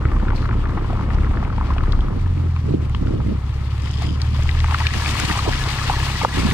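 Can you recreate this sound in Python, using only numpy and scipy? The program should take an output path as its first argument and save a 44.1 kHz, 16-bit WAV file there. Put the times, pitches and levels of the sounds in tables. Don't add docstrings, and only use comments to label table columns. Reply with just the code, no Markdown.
import sys
import numpy as np
from scipy import signal
from scipy.fft import rfft, irfft, next_fast_len
from scipy.io import wavfile
from scipy.ndimage import uniform_filter1d

SR = 44100
rng = np.random.default_rng(int(sys.argv[2]) if len(sys.argv) > 2 else 0)


def dump(signal):
    limited = np.clip(np.atleast_2d(signal).T, -1, 1)
    pcm = np.round(limited * 32767).astype(np.int16)
    wavfile.write(sys.argv[1], SR, pcm)


def volts_from_decibels(level):
    exponent = np.asarray(level, float) / 20
    return 10 ** exponent


N = 287973
PADDED = next_fast_len(N)
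HZ = np.maximum(np.arange(PADDED // 2 + 1) * SR / PADDED, 1)
CROSS_FADE_S = 1.94, 2.324

# t/s, four-stroke cycles per second f/Hz, fourth multiple level/dB
ENGINE_COBBLES = [
    (0, 16.9, -22),
    (.35, 17.1, -22.5),
    (.78, 16.9, -24),
    (1.0, 16.9, -25),
    (1.2, 16.7, -21),
    (1.33, 16.7, -20),
    (1.42, 16.7, -26),
    (1.78, 17, -20.5),
    (2.0, 16.8, -24),
    (2.2, 16.5, -32),
]
ENGINE_MUD = [(2.1, 23, -27), (2.2, 22.5, -18.5), (2.57, 20.4, -19), (2.75, 19, -22), (3.01, 17, -23),
              (3.26, 16.6, -25), (3.4, 16.9, -24), (3.99, 17.9, -23.5), (4.27, 18.7, -19.5),
              (4.65, 19.3, -18), (4.85, 19, -20), (5.05, 18.2, -24), (5.32, 16.8, -26), (5.5, 16.6, -25),
              (5.75, 16.7, -30), (5.9, 16.7, -26), (6.3, 16.7, -28), (6.45, 16.8, -21)]
# multiple, level/dB
WEAK_MULTIPLES = [(2, -27), (3, -58.5), (5, -49), (7, -32), (8, -32), (10, -43.5), (12, -54.5)]
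# f/Hz, level/dB
SILENCER = [(30, -43), (100, -5.5), (132, 1), (150, -9), (260, 3)]
SIXTH_COBBLES_DB, SIXTH_MUD_DB, SIXTH_FOLLOWS_LOAD = -28.5, -28, 0.52

# t/s, hold/s, bounce level/dB
BUMPS = [(0.14, 0.077, -17), (.33, .03, -18.5), (.55, 0.095, -20.5), (.87, 0.052, -21), (1.16, .04, -16.5),
         (1.31, 0.017, -19.5), (1.56, 0.022, -21), (1.82, 0.035, -17.5), (1.94, 0.041, -14),
         (2.2, 0.09, -22.5), (2.71, 0.017, -29), (2.93, 0.2, -24.5), (4.4, 0.25, -22), (4.9, 0.039, -29),
         (5.5, 0.11, -24), (5.9, 0.11, -25.5), (6.4, 0.033, -24)]
# f/Hz, level per Hz/dB
RUMBLE_COLOUR = [(25, -22), (50, 2.5), (90, 6.5), (150, -0.5), (250, -5), (400, -10.5), (650, -19.5),
                 (900, -70.5)]
# t/s, hold/s, level/dB
GUSTS = [(0.0, 2.17, -16.5), (2.2, 0.11, -28), (2.38, 0.074, -26), (2.7, .07, -20.5), (2.8, 0.052, -26.5),
         (2.95, .05, -28), (3.03, 0.27, -22), (3.26, 0.072, -19.5), (3.6, .01, -45), (3.83, 0.03, -31.5),
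         (4.02, 0.12, -25.5), (4.96, 0.0071, -24), (5.04, 0.099, -33), (5.24, 0.0079, -25.5),
         (5.31, 0.0033, -27), (5.49, 0.0037, -24), (6.14, .01, -34), (6.25, 0.014, -22), (6.38, 0.17, -21)]
# f/Hz, level per Hz/dB
WIND_COLOUR = [(30, -28), (70, -2.5), (140, 3), (300, -3), (450, -9.5), (650, -17), (900, -48.5),
               (1300, -69)]
# t/s, peak level/dB, f/Hz
EDDY_POPS = [(2.112, -22, 189.8), (2.258, -24, 173), (2.655, -15, 190), (2.689, -14, 316), (2.738, -7, 233),
             (2.941, -23, 180), (3.009, -14.5, 168), (3.053, -23, 202), (3.105, -11.5, 244),
             (3.137, -15, 300), (3.28, -16, 215), (3.312, -20, 219), (3.597, -25, 175), (3.98, -23, 170),
             (4.098, -22, 174), (4.323, -22.5, 178), (4.955, -39, 229), (5.234, -18, 180),
             (5.296, -15.5, 193), (5.476, -10, 333), (5.827, -35, 169), (5.881, -21, 244),
             (6.245, -14, 425), (6.343, -16, 173.8), (6.382, -16, 286), (6.446, -9, 186)]

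# t/s, depth from 0 to 1
DEPTH = [(2.3, 0.18), (3.04, 0.15), (3.8, 0.36), (4.18, 0.29), (4.47, 0.55), (4.76, 0.72), (4.84, 0.85),
         (5.09, 1), (5.3, 0.99), (5.45, 0.93), (5.85, 0.95), (6.2, 0.96), (6.37, 0.96), (6.53, 0.96)]
# t/s, hold/s, rise in level/dB
SPLASHES = [
    (1.66, 0.06, 4),
    (3.86, .02, 7),
    (4.02, 0.01, 11),
    (4.22, 0.0098, 7),
    (4.35, 0.06, 4.5),
    (4.49, 0.0047, 5),
    (4.745, 0.0021, 5),
]
ARCH_LEVELS = -38.5, -45.5, -33, 0.46, 2.34
SPRAY_LEVELS = -49, -51.5, -29.5, 0.87, 0.98
MIST_LEVELS = -66, -65.5, -42.5, 0.68, 1.5
# f/Hz, level per Hz/dB
ARCH_COLOUR = [(350, -10.5), (550, -5), (750, 2.5), (1000, 5), (1300, 5), (1550, -5), (2200, -9.5),
               (3200, -62)]
# f/Hz, level per Hz/dB
SPRAY_COLOUR = [(1200, -40), (1500, -8.5), (1750, -3.5), (2600, -4), (4500, -5.5), (6400, -13), (8500, -16),
                (10500, -22.5), (13000, -26), (16000, -28.5)]

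# t/s, peak level/dB, f/Hz
COBBLE_KNOCKS = [(0.053, -19, 1330), (0.117, -24, 1110), (0.134, -26, 1030), (0.164, -24, 1080),
                 (0.199, -29, 1360), (0.225, -23, 872), (0.283, -21, 1290), (0.304, -19, 1150),
                 (0.331, -23, 840), (0.426, -24, 1170), (0.455, -23, 1200), (0.49, -23, 1310),
                 (0.512, -23, 1180), (0.529, -21, 1140), (0.64, -25, 1180), (0.655, -21, 1330),
                 (0.693, -25, 1100), (0.721, -27, 1060), (0.776, -27, 746), (0.811, -27, 1280),
                 (0.845, -26, 972), (0.902, -25, 789), (0.929, -24, 703), (0.973, -26, 1080),
                 (1.01, -22, 1100), (1.105, -24, 1000), (1.185, -26, 1270), (1.246, -26, 1260),
                 (1.273, -27, 1120), (1.309, -28, 713), (1.34, -23, 929), (1.372, -22, 1170),
                 (1.426, -25, 746), (1.453, -29, 813), (1.502, -24, 1220), (1.526, -25, 1080),
                 (1.581, -20, 929), (1.611, -17, 1010), (1.704, -19, 1080), (1.764, -24, 703),
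                 (1.782, -20, 1240), (1.807, -22, 1250), (1.836, -22, 1050), (1.931, -20, 1230),
                 (1.991, -26, 969), (2.083, -25, 1130)]
# t/s, peak level/dB, f/Hz
SLAPS = [(4.347, -27, 991), (4.455, -28, 904), (4.503, -31, 1040), (4.52, -29, 1000), (4.552, -26, 1180),
         (4.643, -17, 1130), (4.684, -20, 1050), (4.709, -16, 1010), (4.744, -10, 1320), (4.786, -24, 1060),
         (4.805, -20, 880), (4.818, -19, 1030), (4.855, -26, 1380), (4.868, -24, 1280), (4.905, -23, 1030),
         (4.942, -23, 939), (4.999, -18, 1050), (5.021, -21, 939), (5.056, -24, 1290), (5.09, -22, 1330),
         (5.153, -17, 1100), (5.199, -15, 1270), (5.299, -12, 991), (5.361, -22, 902), (5.391, -16, 1120),
         (5.425, -23, 786), (5.453, -20, 789), (5.487, -20, 842), (5.619, -25, 1150), (5.637, -22, 1130),
         (5.663, -22, 1150), (5.694, -23, 1070), (5.764, -26, 1250), (5.788, -23, 1100), (5.834, -21, 1370),
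         (5.897, -9, 810), (5.935, -21, 1120), (5.974, -26, 910), (5.989, -22, 867), (6.03, -22, 1010),
         (6.064, -24, 902), (6.214, -16, 805), (6.247, -7, 813), (6.319, -26, 980), (6.343, -25, 842),
         (6.37, -26, 1280), (6.39, -21, 1100), (6.444, -24, 1210), (6.47, -19, 1010), (6.512, -23, 1110)]
# t/s, peak level/dB, f/Hz
STRAYS = [(2.27, -29, 900), (2.563, -26, 1100), (2.947, -20, 1040), (3.07, -27, 1340), (3.201, -26, 750),
          (3.203, -29, 1300), (4.02, -26, 700), (4.39, -26, 600), (4.643, -19, 850), (4.722, -16, 880),
          (4.746, -12, 1200), (4.812, -20, 1000), (5.317, -20, 800), (5.375, -21, 800), (5.462, -20, 690),
          (5.487, -19, 600), (5.899, -12, 650), (6.234, -19, 470), (6.2485, -7, 1100), (6.249, -10, 500)]
# t/s, peak level/dB, f/Hz
THUMPS = [(0.054, -19, 264), (0.121, -22, 261), (0.212, -32, 205.5), (0.339, -25, 188), (0.398, -25, 188),
          (0.489, -18, 288), (0.519, -16, 216), (0.566, -18, 211), (0.772, -15.5, 310), (0.927, -30, 191),
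          (0.968, -31, 191), (1.081, -19, 208), (1.194, -16.5, 206), (1.233, -20.5, 290),
          (1.284, -17.5, 223), (1.369, -21, 253), (1.395, -16, 217), (1.579, -24, 186), (1.638, -25, 237),
          (1.785, -21, 291), (1.882, -23, 233), (1.982, -23, 199)]
# t/s, peak level/dB, f/Hz
TICKS = [(0.0528, -26, 1870), (0.0852, -30, 1850), (0.1166, -31, 1800), (0.2867, -31, 1770),
         (0.3795, -31, 2060), (0.5097, -30, 2020), (0.6549, -31, 1810), (0.6719, -32, 1910),
         (0.6953, -33, 1820), (1.1039, -27, 1750), (1.1832, -29, 1780), (1.2331, -32, 1870),
         (1.2456, -27, 1840), (1.3094, -32, 1970), (1.3723, -30, 1950), (1.4491, -30, 1900),
         (1.5798, -32, 1770), (1.7818, -24, 2590), (1.8367, -32, 1890), (1.8577, -30, 1750),
         (1.922, -22, 3470), (2.0068, -28, 3080), (2.2603, -34, 1750), (2.3775, -35, 2210),
         (2.5631, -36, 1750), (2.5631, -29, 2320), (2.8973, -34, 2190), (2.9477, -24, 3030),
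         (3.0709, -33, 3040), (3.5264, -34, 2480), (3.9858, -28, 2920), (4.0682, -27, 2960),
         (4.2004, -28, 1820), (4.2168, -28, 4010)]
# t/s, peak level/dB, f/Hz
WET_TICKS = [(4.4904, -22, 1750), (4.4914, -15, 2020), (4.5123, -21, 3640), (4.5727, -25, 1860),
             (4.5897, -25, 2820), (4.6026, -19, 3620), (4.6431, -21, 2060), (4.7094, -21, 2180),
             (4.7438, -15, 1910), (4.8032, -18, 1900), (4.868, -15, 2440), (4.868, -12, 2280),
             (4.9074, -19, 2000), (4.9374, -17, 1800), (5.0471, -22, 2290), (5.0601, -14, 2300),
             (5.0915, -18, 3630), (5.1953, -16, 2120), (5.31, -16, 1840), (5.4931, -19, 3050),
             (5.5335, -19, 1820), (5.6388, -19, 3800), (5.7121, -22, 1960), (6.002, -21, 2170),
             (6.218, -18, 2630), (6.5108, -17, 2000)]
# t/s, peak level/dB, f/Hz
CRACKS = [(1.923, -25, 3900), (2.9485, -28, 2000), (3.873, -26, 1940), (4.217, -19, 4350),
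          (4.492, -21, 3300), (4.604, -22, 2000), (4.661, -22, 1700), (4.711, -26, 4000),
          (4.745, -22, 2800), (4.869, -16, 3600), (4.870, -17, 4400), (4.938, -23, 3800),
          (5.199, -18, 6000)]
# t/s, peak level/dB, f/Hz
SPITS = [(1.922, -53, 6070), (1.9744, -51, 5980), (2.8958, -39, 7010), (3.8207, -30, 5080),
         (3.8641, -39, 5080), (3.8861, -35, 5090), (3.9135, -29, 5143), (3.9913, -38, 5100),
         (4.0228, -27, 5250), (4.0701, -34, 6890), (4.2158, -44, 5076), (4.4343, -26, 5600),
         (4.4912, -47, 5060), (4.5126, -52, 5170), (4.6114, -33, 5077), (4.6443, -32, 6510),
         (4.7431, -42, 5040), (4.8673, -34, 5021), (4.9372, -19.5, 4960), (4.994, -37, 5294),
         (5.0544, -26, 4980), (5.1991, -15, 5800), (5.255, -21, 5300), (5.3268, -20, 5010),
         (5.3782, -19.5, 5430), (5.45, -32, 5776)]

# t/s, hold/s, level/dB
SQUEAK = [
    (.352, .008, -43),
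    (.385, .015, -47),
    (.42, .012, -46),
]
# t/s, hold/s, level/dB
CRUNCH = [
    (3.84, .3, -43.5),
    (4.26, .01, -48),
    (4.34, .14, -47.5),
]
# f/Hz, width f/Hz, level/dB
GRAVEL_BANDS = [(3150, 600, 2), (4900, 500, -1), (6800, 700, -9), (7900, 700, -14)]
# t/s, hold/s, level/dB
SLOSH = [
    (4.7, 0.02, -29),
    (4.81, 0.01, -30),
    (5.3, .1, -32),
    (5.47, .03, -31),
    (5.91, 0.04, -29),
    (6.222, 0.03, -27),
]
# f/Hz, level per Hz/dB
HOLLOW_COLOUR = [(300, -28), (500, -22), (720, -9), (950, 4.5), (1250, 4), (1500, -20), (2200, -45.5)]
# f/Hz, left-right likeness, left over right level/dB
PORTS = [(50, 0.97, 0.8), (130, 0.9, 1), (250, 0.94, 2.5), (620, 0.37, 3), (900, 0.81, 3.5), (1800, 1, 2.5),
         (2060, 0.11, 6), (4740, 0.16, 7.5), (8500, 0.035, 4), (15000, 0.045, 0)]


def rms_one(x):
    return x / np.sqrt(np.mean(x ** 2) + 1e-20)


def in_time(rows):
    s, *columns = np.transpose(rows)
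    return [np.interp(np.arange(N) / SR, s, column) for column in columns]


def at_hz(points, hz, order=1):
    points = np.array(points)
    return np.interp(np.log(hz), np.log(points[:, 0]), points[:, order])


def by_road(cobbles, mud):
    return np.interp(np.arange(N) / SR, CROSS_FADE_S, [cobbles, mud])


def swells(rows, rest_db, rise_db_per_s, fall_db_per_s):
    t = np.arange(0, N + 40, 40) / SR
    s, hold, db = np.transpose(rows)[..., None]
    climb = rise_db_per_s * np.maximum(s - t, 0)
    sink = fall_db_per_s * np.maximum(t - s - hold, 0)
    top = (db - climb - sink).max(axis=0)
    return np.maximum(rest_db, np.interp(np.arange(N) / SR, t, top))


def drift(rate_hz):
    r = np.exp(-80 * np.pi * rate_hz / SR)
    noise = rng.standard_normal(N // 40 + 2002)
    slow = signal.lfilter([1], [1, -2 * r, r * r], noise)[2000:]
    return np.interp(np.arange(N) / 40, np.arange(len(slow)), rms_one(slow))


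def resonance(x, hz, width_hz):
    r = np.exp(-np.pi * width_hz / SR)
    feedback = [1, -2 * r * np.cos(2 * np.pi * hz / SR), r * r]
    return signal.lfilter([(1 - r * r) / 2, 0, (r * r - 1) / 2], feedback, x)


def colour(x, spectrum):
    shaped = rfft(x, PADDED) * volts_from_decibels(at_hz(spectrum, HZ))
    return rms_one(irfft(shaped, PADDED)[..., :N])


def grains(per_s, spread_db, last_s):
    sizes = volts_from_decibels(spread_db * np.minimum(rng.exponential(1, N), 4))
    sizes = sizes * (rng.random(N) < per_s / SR)
    fade = signal.lfilter([1], [1, -np.exp(-1 / (last_s * SR))], sizes + 1e-18)
    return rms_one(fade * rng.standard_normal((2, N)))


def hits(rows, cycles, puff_s, bite, trim_db):
    out, t = np.zeros((2, N + 2000)), np.arange(2000) / SR
    for s, peak_db, hz in rows:
        push = rng.standard_normal((2, 2000)) * np.exp(-t / puff_s) * 0.22
        push[:, 0] -= 1.5
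        rung = resonance(push, hz, hz / cycles)
        rung = resonance(resonance(rung, hz, bite * hz), hz, 2 * hz)
        rung = rung / np.abs(rung).max(axis=1, keepdims=True)
        at = round(s * SR)
        out[:, at:at + 2000] += volts_from_decibels(peak_db + trim_db) * rung
    return out[:, :N]


def engine(rows, sixth_db, fade):
    cycles, fourth_db = in_time(rows)
    sixth_db = sixth_db + SIXTH_FOLLOWS_LOAD * (fourth_db + 23)
    turn = 2 * np.pi * np.cumsum(cycles) / SR
    out = volts_from_decibels(fourth_db + 1.2 * drift(20)) * np.cos(4 * turn)
    out = out + volts_from_decibels(sixth_db + 1.6 * drift(20)) * np.cos(6 * turn)
    for multiple, level_db in WEAK_MULTIPLES:
        level_db = level_db + at_hz(SILENCER, multiple * cycles) + 2.1 * drift(1.2)
        out = out + volts_from_decibels(level_db) * np.cos(multiple * turn + 0.3 * drift(4))
    return -np.sqrt(2) * out * fade


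def gusts():
    return swells(GUSTS, rest_db=-40.5, rise_db_per_s=228, fall_db_per_s=303) + by_road(-15.0, 0)


def wind():
    eddy_lag_s, alike = 0.00086, 0.9
    eddies = colour(grains(300, 3.0, 0.003), WIND_COLOUR)
    swing = np.sqrt(uniform_filter1d(eddies ** 2, size=1800) + 0.071)
    eddies = rms_one(eddies / swing)
    pops = hits(EDDY_POPS, cycles=2.55, puff_s=0.0069, bite=1.0, trim_db=-2.5)
    first, second = volts_from_decibels(gusts() - 3.5) * eddies + pops
    late = np.interp(np.arange(N) - eddy_lag_s * SR, np.arange(N), first)
    left = alike * late + np.sqrt(1 - alike ** 2) * second
    pair = np.array([volts_from_decibels(-1.0) * left, volts_from_decibels(3.0) * first])
    return signal.sosfilt(signal.butter(2, [70, 620], "band", fs=SR, output="sos"), pair)


def body():
    bounce_hz, width_hz = 32.3, 7
    between_bumps_db = by_road(-24, -32.5)
    bounce_db = swells(BUMPS, between_bumps_db, rise_db_per_s=112, fall_db_per_s=86)
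    road_db = by_road(-31.5, -42.5) + 9 * in_time(DEPTH)[0]
    rumble_db = np.maximum(road_db, gusts() - 10.5)
    bounce = resonance(rng.standard_normal((2, N)), bounce_hz, width_hz)
    bounce = resonance(bounce, bounce_hz, 32)
    swing = np.sqrt(uniform_filter1d(bounce ** 2, size=3000)) / np.std(bounce)
    bounce = rms_one(bounce / (swing + 0.16))
    rumble = colour(grains(600, 0.96, 0.004), RUMBLE_COLOUR)
    return volts_from_decibels(bounce_db + 0.5) * bounce + volts_from_decibels(rumble_db + 5.0) * rumble


def tyre_levels():
    depth = np.maximum(in_time(DEPTH)[0], 0)
    splash_db = swells(SPLASHES, rest_db=0, rise_db_per_s=195, fall_db_per_s=147)
    levels = []
    for cobbles, mud, deep, share, power in (ARCH_LEVELS, SPRAY_LEVELS, MIST_LEVELS):
        levels.append(by_road(cobbles, mud) + (deep - mud) * depth ** power + share * splash_db)
    return levels


def tyre():
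    arch_db, spray_db, mist_db = tyre_levels()
    stony = by_road(0.5, 0.25)
    rough = np.sqrt(stony) * grains(300, 1.9, 0.0018)
    rough = rough + np.sqrt(1 - stony) * rng.standard_normal((2, N))
    out = volts_from_decibels(arch_db + 1.5 + 1.34 * drift(34)) * colour(rough, ARCH_COLOUR)
    hiss = 0.44 * rough + 1.8 * rng.standard_normal((2, N))
    spray = np.sqrt(0.5) * grains(600, 3.8, 0.0018) + np.sqrt(0.5) * hiss
    spectrum = rfft(colour(spray, SPRAY_COLOUR), PADDED)
    step = np.clip(np.log2(HZ / 1400) * 2, 0, 7)
    together = 1.1 * drift(22.5)
    for k in range(8):
        band = irfft(spectrum * np.clip(1 - np.abs(step - k), 0, 1), PADDED)[:, :N]
        top = np.clip((k - 2.2) / 0.95, 0, 1)
        band_db = (1 - top) * spray_db + top * (mist_db + 12.5)
        out += volts_from_decibels(band_db + together + 1.28 * drift(19) + 0.77) * band
    return out + droplets(spray_db)


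def droplets(spray_db):
    wet = np.interp(np.arange(N) / SR, [4.3, 4.8], [0.1, 1])
    sizes = volts_from_decibels(3.6 * np.minimum(rng.exponential(1, N), 4))
    sizes = sizes * (rng.random(N) < 500 * volts_from_decibels(3.0 * drift(8)) / SR)
    dealt, signs = rng.integers(0, 14, N), rng.choice([-1, 1], (2, N))
    rings = np.zeros((2, N))
    for k, hz in enumerate(np.geomspace(1700, 9000, 14)):
        drops = sizes * signs * (dealt == k) + 1e-18
        rings += resonance(drops, hz, hz / 37.0) * (2000 / hz) ** 1.75
    return wet * volts_from_decibels(spray_db - 5.5) * rms_one(rings)


def knocks():
    dry_knocks = hits(COBBLE_KNOCKS, cycles=5.0, puff_s=0.003, bite=0.9, trim_db=1.2)
    return dry_knocks + hits(SLAPS + STRAYS, cycles=5.5, puff_s=0.0025, bite=0.85, trim_db=-0.3)


def ticks():
    return hits(TICKS + WET_TICKS + CRACKS, cycles=4.5, puff_s=0.0025, bite=0.9, trim_db=1.5)


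def thumps():
    return hits(THUMPS, cycles=4.1, puff_s=0.0099, bite=1.6, trim_db=-6.0)


def squeak():
    rub = rms_one(resonance(grains(900, 2.1, 0.002), 4230, 450)) * volts_from_decibels(-1.0)
    return volts_from_decibels(swells(SQUEAK, rest_db=-85.5, rise_db_per_s=1500, fall_db_per_s=250)) * rub


def spits():
    return hits(SPITS, cycles=2.5, puff_s=0.0015, bite=1.3, trim_db=1.5)


def crunch():
    crushed = grains(900, 2.5, 0.001)
    stones = np.zeros((2, N))
    for hz, width_hz, db in GRAVEL_BANDS:
        ring = resonance(resonance(crushed, hz, width_hz), hz, 2 * width_hz)
        stones += volts_from_decibels(db) * rms_one(ring)
    return volts_from_decibels(swells(CRUNCH, rest_db=-88, rise_db_per_s=500, fall_db_per_s=200)) * rms_one(stones)


def slosh():
    water = colour(grains(900, 2.0, 0.0015), HOLLOW_COLOUR)
    return volts_from_decibels(swells(SLOSH, rest_db=-58.5, rise_db_per_s=900, fall_db_per_s=1100)) * water


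def ports(pair):
    left_lag_s = 0.000094
    alike = np.clip(at_hz(PORTS, HZ), 0, 1)
    tilt = volts_from_decibels(at_hz(PORTS, HZ, order=2) / 2)
    near, other = rfft(pair, PADDED)
    left = near * tilt * np.exp(-2j * np.pi * HZ * left_lag_s)
    right = (alike * near + np.sqrt(1 - alike ** 2) * other) / tilt
    return irfft([left, right], PADDED)[:, :N]


def scene():
    fade = np.interp(np.arange(N) / SR, CROSS_FADE_S, [0, 1])
    hum = engine(ENGINE_COBBLES, SIXTH_COBBLES_DB, np.sqrt(1 - fade))
    hum = hum + engine(ENGINE_MUD, SIXTH_MUD_DB, np.sqrt(fade))
    wheel = body() + tyre() + knocks() + ticks() + thumps()
    wheel += squeak() + spits() + crunch() + slosh()
    return hum * volts_from_decibels([[0.1], [-0.1]]) + ports(wheel) + wind()


def limit(x):
    limit_db, depth, attack_s, release_db_per_s = -6, 1.05, 0.006, 65
    climb = release_db_per_s * np.arange(N) / SR
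    over = np.maximum(20 * np.log10(np.abs(x).max(axis=0) + 1e-9) - limit_db, 0)
    held = np.maximum.accumulate(depth * over + climb) - climb
    r = np.exp(-1 / (attack_s * SR))
    return x * volts_from_decibels(-signal.lfilter([1 - r], [1, -r], held))


def band_limit(x):
    return signal.sosfilt(signal.butter(12, 15690, fs=SR, output="sos"), x)


def record(dry):
    mix = signal.sosfilt(signal.butter(2, 14, "high", fs=SR, output="sos"), dry)
    mix = limit(mix) * np.minimum(np.arange(N) / SR / 0.004, 1)
    mix = signal.sosfilt(signal.ellip(12, 0.5, 50, 15720, fs=SR, output="sos"), mix)
    return band_limit(mix)


dry = scene()
out = record(dry)
dump(out)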